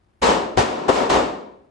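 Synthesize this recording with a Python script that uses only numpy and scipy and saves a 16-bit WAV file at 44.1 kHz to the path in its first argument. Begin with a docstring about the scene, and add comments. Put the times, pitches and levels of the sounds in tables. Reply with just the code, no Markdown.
"""Four pistol shots in an indoor range, heard from inside a wooden shooting booth.
Three come from other lanes: shaped noise makes the dense roar of their reflections in the hall.
The second is also a close blast: a shock front, a low thump, ringing panels and scattered noise.
Delayed wall slaps ring the panels too, slow tones boom in the hall, and ventilation hums as steady noise.
The recorder's limiter ducks quickly after loud sound, then recovers slowly."""
import sys
import numpy as np
from scipy import signal
from scipy.fft import rfft, irfft, next_fast_len
from scipy.io import wavfile
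from scipy.ndimage import uniform_filter1d

SR = 44100
rng = np.random.default_rng(int(sys.argv[2]) if len(sys.argv) > 2 else 0)


def put_to_file(sound):
    """Save the sound as 16-bit audio at rate SR, in the file named by the first command-line argument."""
    columns = np.atleast_2d(sound).T  # one column per channel
    safe = np.clip(columns, -1, 1)
    whole_steps = np.round(safe * 32767)
    wavfile.write(sys.argv[1], SR, whole_steps.astype(np.int16))


N = 74970  # length in samples

# Ringing wooden panels of the booth: pitch_hz [Hz], level_db [dB], t60_s [s to fall 60 dB]
PANELS = [(284, -6, 0.099), (379.4, -1.5, 0.091), (503, 1, 0.069), (741.4, 1.5, 0.058), (913, -3, 0.059)]


def amp(db):
    """Turn a level in dB into a gain."""
    return 10 ** (np.asarray(db) / 20)


def unit(x):
    """Scale x to an rms (average strength) of 1."""
    return x / np.sqrt(np.mean(x ** 2) + 1e-20)


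def along(points, hz):
    """Read a curve of (Hz, value) points at the given frequencies, on a log frequency axis."""
    point_hz, values = np.transpose(points)
    return np.interp(np.log(hz + 1), np.log(point_hz + 1), values)


def filtered(x, response):
    """Scale each frequency in x by response(hz)."""
    size = next_fast_len(N + SR // 2)  # spare room for the filter's tail
    hz = np.fft.rfftfreq(size, 1 / SR)
    return irfft(rfft(x, size) * response(hz), size)[..., :N]


def since(start_s):
    """Seconds since start_s, zero before it."""
    return np.maximum(np.arange(N) / SR - start_s, 0)


def decay(t, t60_s):
    """Fading gain that falls 60 dB in t60_s seconds."""
    return np.exp(-np.log(1000) * t / t60_s)


def ring(modes, t):
    """Objects struck at t = 0 ring as a sum of fading sine tones."""
    return sum(amp(db) * np.sin(2 * np.pi * hz * t) * decay(t, t60_s) for hz, db, t60_s in modes)


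def diffuse(colour, grain_db):
    """Dense reflections: stereo noise of uneven strength, rms 1; colour gives dB from Hz."""
    # Stereo spread: pitch_hz [Hz], side_over_mid_db [dB]
    width = [(60, -14), (130, -17), (200, -7.5), (300, -6.5), (640, 0), (950, 2), (1400, 0.5), (2100, -1.5),
             (4600, -2.5), (6900, -5), (9500, 9.5)]
    # Stereo balance: pitch_hz [Hz], left_over_right_db [dB]
    balance = [(60, 5.6), (150, 1.5), (330, 1), (600, 3), (1000, 3), (1800, 1), (4000, 2.5), (10000, 0)]
    unevenness = unit(uniform_filter1d(rng.standard_normal(N), size=50))
    arrivals = rng.standard_normal((2, N)) * amp(grain_db * unevenness)

    def mid_side_gain(hz):
        return amp(colour(hz)) * [np.ones(len(hz)), amp(along(width, hz))]

    def left_right_gain(hz):
        return amp(along(balance, hz) * np.array([[.5], [-.5]]))

    mid, side = filtered(arrivals, mid_side_gain)
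    left_right = np.array([mid + side, mid - side])
    return unit(filtered(left_right, left_right_gain))


def blast():
    """The close shot: a shock front knocks the panels, pushes the air and scatters between the walls."""
    # Push of gas: pitch_hz [Hz], level_db [dB], t60_s [s to fall 60 dB]
    thump_modes = [(65, -7.5, .18), (118, 0, 0.099), (165, -2.5, .07)]
    # Scattered sound in the booth: pitch_hz [Hz], level_db [dB per Hz]
    booth_colour = [(53, -40), (90, -10), (331, -6), (395, -7.5), (453, -1), (818, -4.5), (958, -10),
                    (2570, -17.5), (7010, -26), (10000, -40), (13000, -80.5), (22000, -120)]
    start_s, blast_db = .575, 13.5
    # Part levels are relative to the whole blast
    shock_db, panels_db, thump_db = -11.5, -2.5, -7
    shock_s, shock_rise_s = 0.0004, .0005  # the front is blunted on its way round the shooter
    thump_rise_s, scatter_rise_s, scatter_t60_s = 0.0092, 0.012, .17
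    left_over_right_db = 20

    t = since(start_s)
    u = t / shock_s
    shock = amp(shock_db) * np.minimum(t / shock_rise_s, 1) * (1 - u) * np.exp(-u)  # push, then suction
    knock = shock + amp(panels_db) * ring(PANELS, t)
    knock = knock * amp([[0], [-left_over_right_db]])
    scatter = diffuse(lambda hz: along(booth_colour, hz), grain_db=1.5)
    scatter = scatter * (1 - np.exp(-t / scatter_rise_s)) * decay(t, scatter_t60_s)
    thump = amp(thump_db) * ring(thump_modes, t) * np.minimum(t / thump_rise_s, 1)
    return amp(blast_db) * (knock + scatter + thump)


def hall(start_s, level_db, rise_s, hold_s, treble_db, ripple):
    """A shot fills the hall, holds while far walls answer, then dies at a speed set by pitch."""
    # Basic colour of the roar: pitch_hz [Hz], level_db [dB per Hz]
    hall_colour = [(53, -45.5), (90, -6.5), (107, -18.5), (156, -5), (198, -6.5), (419, -2.5), (453, -7),
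                   (563, -4), (885, -3.5), (1600, -15.5), (1730, -14.5), (6360, -27), (7890, -28),
                   (8880, -43.5), (10000, -35.5), (13000, -85), (22000, -120)]
    # Broad and narrow resonances: pitch_hz [Hz], width_hz [Hz], lift_db [dB]
    hall_modes = [(287, 34, 0.5), (460, 62, 4), (526.4, 6, 10.5), (702, 9.9, 1.5), (778, 15, -0.5),
                  (829, 38, -4.5), (1285, 56, 1), (1804, 8.3, 3), (1984, 52, -6.5), (2240, 41, 4)]
    # Change while the far walls still feed the hall: pitch_hz [Hz], slope [dB per s]
    hold_slope = [(100, -18), (500, 17), (1000, -3.5), (2000, -15.5), (8000, -50.5)]
    # Fading after that: pitch_hz [Hz], t60_s [s to fall 60 dB]
    hall_t60 = [(100, 0.64), (250, 0.87), (500, 0.76), (1000, 0.65), (2000, 0.59), (4000, 0.56),
                (8000, 0.45)]
    ripple_spacing_hz, ripple_db = 21.95, 2  # the hall's finer peaks
    treble_hz = 1800  # middle of the treble shelf

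    def colour(hz):
        lift = sum(db / (1 + (2 * (hz - centre) / width) ** 2) for centre, width, db in hall_modes)
        fine = ripple_db * np.interp(hz / ripple_spacing_hz, np.arange(len(ripple)), ripple)
        treble_share = hz ** 2 / (hz ** 2 + treble_hz ** 2)
        return along(hall_colour, hz) + lift + fine + treble_db * treble_share

    roar = diffuse(colour, grain_db=0.5)
    # Split into short time slices so that each pitch can fade at its own speed
    hz, t, slices = signal.stft(roar, SR, nperseg=512)
    held_db = along(hold_slope, hz)[:, None] * np.clip(t - start_s, 0, hold_s)
    dying = decay(np.maximum(t - start_s - hold_s, 0), along(hall_t60, hz)[:, None])
    roar = signal.istft(slices * amp(held_db) * dying, SR, nperseg=512)[1][:, :N]
    return amp(level_db) * roar * np.minimum(since(start_s) / rise_s, 1)


def boom(start_s, level_db):
    """The muzzle gas sets the hall's lowest modes swinging."""
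    # Lowest hall modes: pitch_hz [Hz], level_db [dB before the doubling below], t60_s [s to fall 60 dB]
    boom_modes = [(54.3, -7.5, 0.54), (67.2, -6.5, 0.41)]
    rise_s = .033
    t = since(start_s)
    return 2 * amp(level_db) * ring(boom_modes, t) * np.minimum(t / rise_s, 1)


def slap(start_s, level_db, rise_s, t60_s):
    """A strong reflection, its treble lost, rings the panels mostly on the left."""
    # Dull noise of the reflection: pitch_hz [Hz], level_db [dB per Hz]
    slap_colour = [(60, -33), (200, -17.5), (400, -4), (900, -9.5), (1500, -17), (4000, -37.5),
                   (10000, -48)]
    noise_db, left_over_right_db = -2.5, 6
    t = since(start_s)
    smear = amp(noise_db) * diffuse(lambda hz: along(slap_colour, hz), grain_db=3.0)
    panels = ring(PANELS, t) * amp([[0], [-left_over_right_db]])
    return amp(level_db) * (panels + smear) * np.minimum(t / rise_s, 1) * decay(t, t60_s)


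def ventilation():
    """Moving air hums as steady noise, strongest in the bass."""
    # Colour of the hum: pitch_hz [Hz], level_db [dB per Hz]
    vent_colour = [(15, -31), (25, -12), (88, -10), (148, -19.5), (200, -18.5), (271, -23), (365, -18),
                   (436, -27), (775, -30), (948, -30.5), (10000, -54.5), (13000, -89.5), (22000, -120)]
    return amp(-61) * diffuse(lambda hz: along(vent_colour, hz), grain_db=2.5)


def scene():
    """Add up the close blast, the shots in the hall, the wall slaps and the ventilation."""
    # Shots: start_s [s], hall_level_db [dB], rise_s [s], hold_s [s], treble_db [dB],
    # boom_level_db [dB before boom() doubles it]
    shots = [(0.2156, -13.5, 0.017, 0.096, 5, -24.5), (0.5685, -3, 0.035, 0.026, 3, -23.5),
             (0.878, -15, 0.017, 0.1, 5, -30), (1.093, -14.5, 0.0072, 0.074, 2.5, -25)]
    # Dull slaps off walls and partitions that shake the booth: start_s [s], level_db [dB], rise_s [s],
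    # t60_s [s to fall 60 dB, on top of the panels' own fading]
    slaps = [(.268, -15, 0.0028, 0.089), (.287, -13.5, 0.0033, 0.059), (0.882, -9.5, 0.0022, .1),
             (.892, -8.5, 0.0013, 0.27), (.8995, -2, 0.0012, 0.077), (1.002, -10, .004, 0.05),
             (1.017, -14, 0.0011, .09), (1.158, -13, .002, 0.053)]
    out = blast()
    ripple = rng.standard_normal(size=2048)  # one hall, so every shot shares its fine peaks
    for start_s, level_db, rise_s, hold_s, treble_db, boom_db in shots:
        out = out + hall(start_s, level_db, rise_s, hold_s, treble_db, ripple)
        out = out + boom(start_s, boom_db)
    for row in slaps:
        out = out + slap(*row)
    return out + ventilation()


def record(dry):
    """A limiter ducks fast and recovers slowly; peaks round off and the top is cut."""
    # Microphone response: pitch_hz [Hz], gain_db [dB]
    mic_response = [(20, -20.5), (35, -6), (50, -0.5), (7800, 0), (9000, 0.5), (10400, -7)]
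    limit_db, duck_s, recover_db_per_s = -11, 0.007, 56.5
    ceiling, top_hz = 0.84, 10400

    smooth = np.exp(-1 / (duck_s * SR))
    power = signal.lfilter([1 - smooth], [1, -smooth], np.mean(dry ** 2, axis=0))
    over_db = np.maximum(10 * np.log10(np.abs(power) + 1e-12) - limit_db, 0)
    # Hold the deepest cut so far, while it shrinks at the recovery speed
    recovery_db = recover_db_per_s * since(0)
    cut_db = np.maximum.accumulate(over_db + recovery_db) - recovery_db
    limited = dry * amp(-cut_db)
    rounded = limited / (1 + np.abs(limited / ceiling) ** 6) ** (1 / 6)
    return filtered(rounded, lambda hz: amp(along(mic_response, hz)) * (hz < top_hz))


dry = scene()
out = record(dry)
put_to_file(out)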